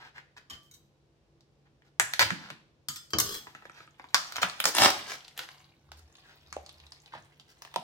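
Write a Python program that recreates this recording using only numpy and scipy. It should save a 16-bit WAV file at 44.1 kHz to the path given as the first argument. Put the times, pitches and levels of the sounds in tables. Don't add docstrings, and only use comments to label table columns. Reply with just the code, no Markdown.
import sys
import numpy as np
from scipy import signal
from scipy.fft import rfft, irfft, next_fast_len
from scipy.io import wavfile
from scipy.ndimage import map_coordinates

SR = 44100
rng = np.random.default_rng(int(sys.argv[2]) if len(sys.argv) > 2 else 0)


def master_out(mix):
    frames = np.transpose(np.atleast_2d(mix))
    ceiling = np.clip(frames, -1, 1)
    pcm = np.round(ceiling * 32767).astype(np.int16)
    wavfile.write(sys.argv[1], SR, pcm)


N = 345303
TOP_HZ = 16100
TIME = np.arange(N) / SR
AGE = TIME[:SR // 2]


def amp(db):
    return 10 ** (np.asarray(db) / 20)


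def unit(x):
    return x / np.sqrt(np.mean(x ** 2) + 1e-20)


def along(points, hz):
    f, v = np.transpose(points)
    return np.interp(np.log(hz + 1), np.log(f), v)


def swell(rows):
    s, db = np.transpose(rows)
    return amp(np.interp(TIME, s, db, left=-140, right=-140))


def stroke(start, attack, hold, release, db):
    corners = start + np.cumsum(np.abs([0, attack, hold, release]))
    return amp(db) * np.interp(TIME, corners, [0, 1, 1, 0])


def filtered(x, response):
    n = x.shape[-1]
    m = next_fast_len(n + 8192)
    return irfft(rfft(x, m) * response(np.fft.rfftfreq(m, 1 / SR)), m)[..., :n]


def band(x, lo_hz, hi_hz, order=3):
    edges = [lo_hz, min(hi_hz, SR / 2 - 100)]
    return signal.sosfilt(signal.butter(order, edges, 'band', fs=SR, output='sos'), x)


def resonate(x, modes):
    def response(f):
        total = 0
        for k, (c, w, db) in enumerate(modes):
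            total = total + (-1) ** k * amp(db) * 1j * f * w / (c * c - f * f + 1j * f * w)
        return total
    return filtered(x, response)


def brighten(x, db, corner_hz):
    return filtered(x, lambda f: amp(db * f ** 4 / (f ** 4 + corner_hz ** 4)))


def add(track, s, x):
    i = round(s * SR)
    x = x[..., max(-i, 0):N - i]
    track[..., max(i, 0):max(i, 0) + x.shape[-1]] += x


def burst(t60):
    return unit(rng.standard_normal(len(AGE)) * amp(-60 * AGE / t60))


def crackle(n, rate, spread_db):
    sizes = amp(spread_db * np.minimum(rng.exponential(size=n), 4)) * rng.choice([-1, 1], n)
    return unit(sizes * (rng.random(n) < rate / SR))


def pops(rows, release_t60, rough, width_hz, ring_db, thump_db, crack_db, sizzle_db):
    out = np.zeros(N)
    for s, db, tray_hz, crease_hz, crack, sizzle in rows:
        push = unit(AGE == 0) + rough * burst(release_t60)
        ring = unit(band(resonate(push, [(tray_hz, width_hz, 0)]), 590, 3600))
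        body = unit(unit(band(push, 620, 2200)) + amp(ring_db) * ring)
        crease = resonate(push, [(crease_hz, crease_hz / 3.5, 0)])
        sheet = amp(crack + crack_db) * unit(band(crease, 2300, 9500, order=2))
        fizz = amp(sizzle + sizzle_db) * unit(band(burst(.003), 8000, 17000, order=2))
        low = amp(thump_db) * unit(band(burst(0.022), 110, 480))
        add(out, s + .001, amp(db) * (body + sheet + fizz + low) / np.abs(body).max())
    return out


def snaps():
    # (time [s], body peak level [dB], crease pitch [Hz], brightness [dB])
    snap_rows = [(0.18, -37.5, 3200, -45), (1.82, -55.5, 3200, -33), (1.997, -10.7, 7400, -19),
                 (2.135, -24, 4200, -11), (2.193, -14, 4800, -11), (2.304, -20, 3260, -34),
                 (2.502, -31, 3370, -20), (4.144, -11.5, 5100, -11), (4.152, -23, 4600, -12),
                 (4.322, -35, 4700, -12), (4.358, -29.5, 3730, -17), (4.365, -26.5, 5050, -13),
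                 (4.43, -12, 3240, -28), (4.601, -21.5, 3350, -3), (4.64, -23.5, 4900, -8),
                 (4.654, -16, 5930, -5), (4.749, -24, 8110, -10), (4.767, -22.5, 5230, -9),
                 (4.783, -16.5, 3600, -8), (4.902, -23, 5220, -7), (5.118, -31, 4950, -24),
                 (5.376, -41, 3230, 5), (5.391, -29.5, 3570, -9), (5.488, -38.5, 3230, -25),
                 (5.603, -54, 3110, -33), (5.917, -40, 4500, -14), (6.526, -33.5, 5770, -20),
                 (7.62, -40, 5400, -8), (7.649, -42, 3100, -14), (7.74, -38, 3220, -16)]
    # (time [s], pitch [Hz])
    ring_pitch = [(2.3, 1660), (4.15, 1180), (4.58, 1450), (4.77, 760), (5.39, 1500), (5.9, 900),
                  (6.5, 1100), (7.6, 830)]
    crack_share = .33
    rows = []
    for s, db, crease_hz, bright_db in snap_rows:
        tray_hz = np.interp(s, *np.transpose(ring_pitch))
        rows.append((s, db, tray_hz, crease_hz, crack_share * bright_db, bright_db))
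    return pops(rows, release_t60=.005, rough=.35, width_hz=420,
                ring_db=3, thump_db=-24, crack_db=4, sizzle_db=1.5)


def ticks():
    # (time [s], body peak level [dB])
    tick_rows = [(1.407, -68), (4.497, -43), (5.248, -55), (5.28, -52), (6.153, -60), (6.662, -54),
                 (6.692, -52), (6.8, -59), (6.866, -61), (6.92, -51), (7.059, -58), (7.397, -58)]
    tray_hz, typical_crease_hz = 850, 3900
    scatter = .15
    crease_hz = typical_crease_hz * np.exp(scatter * rng.standard_normal(len(tick_rows)))
    rows = [(s, db, tray_hz, hz, 7, -13) for (s, db), hz in zip(tick_rows, crease_hz)]
    return pops(rows, release_t60=.005, rough=.35, width_hz=420,
                ring_db=3, thump_db=-21, crack_db=4, sizzle_db=1.5)


def buckles():
    # (time [s], body peak level [dB], wall pitch [Hz])
    buckle_rows = [(3.469, -31, 1000), (3.549, -29.5, 1300), (3.622, -39, 1320), (3.653, -32, 1650),
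                   (3.696, -32, 1340), (3.804, -36.5, 1290), (3.875, -41, 1260), (3.996, -31, 802),
                   (4.041, -34, 958), (4.382, -17.5, 1000), (4.434, -18, 662)]
    crease_hz = 3800
    rows = [(s, db, wall_hz, crease_hz, -14, -26) for s, db, wall_hz in buckle_rows]
    return pops(rows, release_t60=0.005, rough=0.52, width_hz=89,
                ring_db=-2.5, thump_db=-13, crack_db=-0.5, sizzle_db=-9.5)


def tears():
    # (start [s], length [s], level [dB], treble [dB])
    tear_rows = [(-0.04, 0.14, -50.5, -12), (0.142, 0.066, -50.5, -10.5), (0.364, 0.027, -48.5, -6),
                 (1.65, .037, -68, -20), (1.845, .05, -68, -1), (2.193, 0.041, -15.2, -1),
                 (2.378, 0.16, -48.5, -9), (3.738, 0.11, -53, -5), (4.416, 0.022, -25, 3.5),
                 (4.658, 0.042, -25.5, 15.5), (4.737, 0.14, -26.5, 7), (5.062, 0.096, -38, 5),
                 (5.362, 0.096, -44, 1.5), (5.969, 0.03, -54.5, 16), (6.23, .13, -57.5, -6),
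                 (7.119, 0.071, -47, -15.5), (7.478, .052, -59, 9)]
    # (frequency [Hz], level [dB per Hz])
    film = [(30, -32), (150, -19.5), (450, -25.5), (800, -2), (1200, -6.5), (1600, 0.5), (2400, -7.5),
            (4800, -7), (7000, -15.5), (10000, -24), (15500, -25.5)]
    lying_db, lifted_db, lift_s = -21, -13, 4.2
    out = np.zeros(N)
    for s, length, db, treble_db in tear_rows:
        slips = crackle(len(AGE), rate=2200, spread_db=3.5)
        sheet = unit(brighten(filtered(slips, lambda f: amp(along(film, f))), treble_db, 4500))
        tray = amp(lying_db if s < lift_s else lifted_db) * unit(band(slips, 240, 700))
        arch = np.sqrt(np.abs(np.sin(np.pi * AGE / length))) * (AGE < length)
        add(out, s, amp(db) * arch * (sheet + tray))
    return out


def pull():
    # (start [s], attack [s], hold [s], release [s], level [dB])
    movement = (4.776, .04, .03, .056, -17.4)
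    # (frequency [Hz], width [Hz], level [dB])
    tray_modes = [(560, 93, -8), (786, 110, -3), (1310, 420, -11), (1810, 250, -8), (2703, 2200, -15.5),
                  (5390, 970, -13), (7930, 1600, -20.5)]
    slips = crackle(N, rate=1100, spread_db=4.5)
    low = amp(-14) * unit(band(slips, 220, 500))
    fizz = amp(-22.5) * unit(band(slips, 7000, 21000, order=2))
    rip = unit(resonate(slips, tray_modes)) + low + fizz
    return stroke(*movement) * unit(rip)


def tiny_tones(pitch_hz, cycles, count=700):
    start = rng.random(count) * (N - 300)
    pitch = rng.standard_normal(count)
    size = rng.exponential(size=count)
    n = np.arange(300)
    turns = np.minimum(pitch_hz * np.exp(.45 * pitch), TOP_HZ)[:, None] * n / SR
    loudness = amp(4.5 * np.minimum(size, 3))[:, None]
    grains = loudness * np.sin(2 * np.pi * turns) * np.exp(-turns / cycles)
    return unit(np.bincount((start.astype(int)[:, None] + n).ravel(), grains.ravel(), N))


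def rustle():
    # (time [s], level [dB])
    loudness = [(3.4, -65), (3.95, -78), (4.3, -54), (4.55, -59), (5.0, -52), (5.3, -69), (5.55, -65),
                (5.8, -80), (6.2, -71), (7.0, -70.5), (7.5, -75), (7.83, -62.5)]
    # (frequency [Hz], level [dB per Hz])
    loose_film = [(350, -49), (600, -7.5), (758, 0.5), (1180, -5), (1450, -7), (2310, -6.5), (3730, -9),
                  (6830, -20.5), (16000, -28.5)]
    clumps = amp(2.5 * unit(band(rng.standard_normal(N), 8, 35, order=2)))
    slips = clumps * crackle(N, rate=1400, spread_db=3.5)
    crinkle = filtered(slips, lambda f: amp(along(loose_film, f)))
    pitched_ticks = 0.96 * tiny_tones(pitch_hz=4243, cycles=2.9)
    return swell(loudness) * (unit(brighten(crinkle, 5.4, 9000)) + pitched_ticks)


def ringing(modes, ratio, wander):
    hz, db, t60 = np.transpose(modes)[:, :, None]
    drift = np.cumsum(rng.standard_normal((len(modes), len(AGE))), axis=1) * wander / SR
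    size = amp(db + rng.normal(0, 2.5, db.shape) - 60 * AGE / t60)
    turns = hz * ratio * (AGE + drift) + rng.random(db.shape)
    return np.sum(size * np.sin(2 * np.pi * turns), axis=0)


def steel(rows, modes, rasp_db, sizzle_db, corner_hz):
    out = np.zeros(N)
    for s, db, bright_db, chatter, ratio in rows:
        ring = ringing(modes, ratio, wander=.05)
        contact = burst(chatter) * np.abs(rng.standard_normal(len(AGE)))
        rasp = unit(band(contact, 3660, 7850, order=2))
        rasp = rasp + .5 * unit(band(contact, 1050, 2200))
        rasp = rasp + amp(sizzle_db) * unit(band(contact, 8700, 15000))
        hit = brighten(unit(ring) + amp(rasp_db) * rasp, bright_db, corner_hz)
        add(out, s, amp(db) * hit / np.abs(hit).max())
    return out


def knife():
    # (time [s], peak level [dB], brightness [dB], chatter t60 [s], pitch ratio)
    touches = [(2.8855, -17.5, 4, 0.02, 0.925), (2.959, -30.5, 5, 0.058, 1.04),
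               (3.105, -36, 8.5, 0.019, 0.97), (3.1335, -15, -20, 0.012, .93), (3.1855, -10, 6, 0.012, 1.1),
               (3.2, -8.7, 14, 0.033, 0.88), (3.26, -35, 2, .04, 1.3), (3.341, -27, 0, 0.039, 1.7)]
    # (frequency [Hz], level [dB], t60 [s])
    knife_modes = [(1090, -40.5, 0.16), (1340, -8.5, 0.25), (3330, 0.5, 0.12), (3500, -25, 0.32),
                   (4339, -15, 0.18), (4950, -6, 0.23), (5047, -1.5, 0.097), (5835, -7.5, .12),
                   (7260, -3.5, .12), (8370, -11.5, 0.3), (13460, -18, 0.22)]
    # (start [s], attack [s], hold [s], release [s], level [dB])
    slide = (3.19, .125, .045, .045, -39.5)
    # (frequency [Hz], level [dB per Hz])
    stone = [(240, -15.5), (400, -7), (852, -25.5), (1230, -8.5), (1930, -18), (2120, -27), (3210, -12.5),
             (8110, -16), (10700, -26.5), (13700, -17), (16000, -24)]
    slips = crackle(N, rate=900, spread_db=5)
    scrape = unit(filtered(slips, lambda f: amp(along(stone, f))))
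    sing = unit(resonate(scrape, [(hz, 45, db) for hz, db, _ in knife_modes]))
    laid = steel(touches, knife_modes, rasp_db=1, sizzle_db=-6, corner_hz=7000)
    return laid + stroke(*slide) * unit(brighten(scrape, 3, 10000) + .6 * sing)


def clinks():
    # (time [s], peak level [dB], brightness [dB], chatter t60 [s], pitch ratio)
    clink_rows = [(0.499, -35, -2, 0.044, 1.0), (0.505, -34, -10, 0.12, 1.0), (0.532, -38, -12, 0.17, 1.0),
                  (0.63, -54.5, 20, 0.3, 1.0), (0.712, -43, 13, 0.043, 1.24),
                  (0.738, -45.5, 12, 0.086, 1.24)]
    # (frequency [Hz], level [dB], t60 [s])
    metal_modes = [(1168, -11, 0.2), (1803, -6, 0.1), (2482, -14, 0.14), (3101, 5, 0.11), (3230, 2, 0.042),
                   (4100, -26, 0.12), (4791, -6, 0.11), (5190, -6, 0.074), (6720, -13, 0.12),
                   (10000, -24, 0.43), (12300, -16, 0.16)]
    return steel(clink_rows, metal_modes, rasp_db=-4, sizzle_db=-6, corner_hz=5500)


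def knocks():
    # (time [s], peak level [dB], brightness [dB], pitch ratio, rub t60 [s])
    blows = [(6.566, -22.5, -4, 0.806, 0.0042), (7.137, -31, -12, 1.26, .02),
             (7.152, -35.5, -4, 0.84, 0.047), (7.7605, -13.5, 6, 0.994, 0.022)]
    # (frequency [Hz], width [Hz], level [dB])
    pot_modes = [(358, 99, -13.5), (733, 106, 2.5), (984, 82, 2), (1330, 133, -9), (3340, 1070, -16.5),
                 (5300, 1370, -22.5), (9500, 3600, -34)]
    out = np.zeros(N)
    for s, db, bright_db, ratio, contact in blows:
        push = unit(AGE == 0) + .35 * burst(contact)
        loaded = [(hz * ratio, width, level) for hz, width, level in pot_modes]
        ring = brighten(resonate(push, loaded), bright_db, 2700)
        add(out, s, amp(db) * ring / np.abs(ring).max())
    return out


def bumps():
    # (time [s], peak level [dB], dull above [Hz], t60 [s])
    bump_rows = [(0.506, -50.5, 1200, 0.2), (1.998, -49, 150, 0.15), (2.221, -43, 260, .2),
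                 (2.309, -30.5, 340, 0.045), (2.508, -43, 330, 0.07), (2.884, -47, 300, 0.25),
                 (3.132, -28.7, 900, 0.42), (4.428, -39, 330, 0.06), (4.792, -35.5, 160, 0.21),
                 (7.15, -55, 220, 0.15), (7.763, -44.5, 240, 0.061)]
    # (frequency [Hz], width [Hz], level [dB])
    counter_modes = [(95, 75, 2), (240, 130, 0), (680, 400, -7)]
    lowest_hz = 38
    out = np.zeros(N)
    for s, db, dull_hz, t60 in bump_rows:
        low_hz = min(lowest_hz / np.sqrt(t60), .8 * dull_hz)
        thud = band(resonate(burst(t60), counter_modes), low_hz, dull_hz, order=3)
        add(out, s, amp(db) * thud / np.abs(thud).max())
    return out


def place(x, lag_ms):
    half = lag_ms * SR / 2000
    return np.array([map_coordinates(x, [np.arange(N) + side * half], order=5) for side in (-1, 1)])


def diffuse(pair):
    def mix(f):
        turn = np.arccos(np.clip(0.83 * np.sinc(f / 1400), -1, 1)) / 2
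        return np.array([np.cos(turn), np.sin(turn)])
    mid, side = filtered(pair, mix)
    return np.array([mid + side, mid - side])


def kitchen(x, close_db, close_t60, early_db, early_t60, count=30):
    # (frequency [Hz], t60 [s])
    wall_decay = [(150, 0.64), (500, 0.51), (1500, 0.49), (4500, 0.56), (8000, .46), (15000, 0.38)]
    out, size = np.zeros((2, N)), N // count + 1
    for i in range(0, N, size):
        hz, t, z = signal.stft(rng.standard_normal((2, len(AGE))), SR, nperseg=256)
        fade = amp(-60 * t / along(wall_decay, hz)[:, None])
        walls = signal.istft(z * fade, SR, nperseg=256)[1][:, :len(AGE)]
        early = amp(early_db - 60 * AGE / early_t60)
        close = amp(close_db - 60 * AGE / close_t60)
        tail = walls * (1 + early + close)
        echo = signal.fftconvolve(x[None, i:i + size], tail / np.linalg.norm(tail[0]), axes=1)
        add(out, i / SR + .001, echo)
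    return brighten(diffuse(out), -1, 9800)


def background():
    # (frequency [Hz], level [dB per Hz])
    hush_shape = [(15, -64), (25, -38.5), (49, -9), (111, -7.5), (145, -11), (256, -15), (335, -16),
                  (384, -17), (439, -14), (624, -20), (1440, -29.5), (3820, -32.5), (5430, -34.5),
                  (16000, -58)]
    # (frequency [Hz], level [dB])
    hum_tones = [(142, -71.5), (334, -78.5)]
    # (start [s], attack [s], hold [s], release [s], level [dB])
    boom_rows = [(5.8, .2, .08, .11, -56), (6.33, .28, .1, .33, -59.5)]
    noise = rng.standard_normal((2, N))
    hush = unit(diffuse(filtered(noise, lambda f: amp(along(hush_shape, f)))))
    hum = np.zeros(N)
    for hz, db in hum_tones:
        waver = unit(resonate(rng.standard_normal(N), [(hz, 8, 0)]))
        hum += amp(db) * unit(np.sin(2 * np.pi * hz * TIME) + .5 * waver)
    boom = sum(stroke(*row) for row in boom_rows) * unit(band(rng.standard_normal(N), 68, 81))
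    return amp(-68.5) * hush + hum + boom


def scene():
    # (time [s], lag of the left channel [ms])
    tray_path = [(0, -.14), (4.2, -.16), (4.8, -.09), (5.3, 0), (6.5, .16), (7.8, .2)]
    tray = amp(4.5) * (snaps() + ticks()) + amp(-2) * buckles()
    tray = tray + amp(-4) * tears() + amp(-3) * pull() + rustle() + bumps()
    blade, pot, metal = knife(), knocks(), clinks()
    direct = place(tray, np.interp(TIME, *np.transpose(tray_path))) + place(metal, 0.313)
    direct += place(blade, -.2) * amp([[1.6], [-1.6]]) + place(pot, 0.14) * amp([[-1.3], [1.3]])
    room = kitchen(tray + blade + metal + amp(-5) * pot,
                   close_db=16.5, close_t60=0.0096, early_db=5.5, early_t60=0.17)
    return direct + amp(1) * room + background()


def record(dry):
    return filtered(dry, lambda f: 1 / (1 + (f / TOP_HZ) ** 120))


dry = scene()
out = record(dry)
master_out(out)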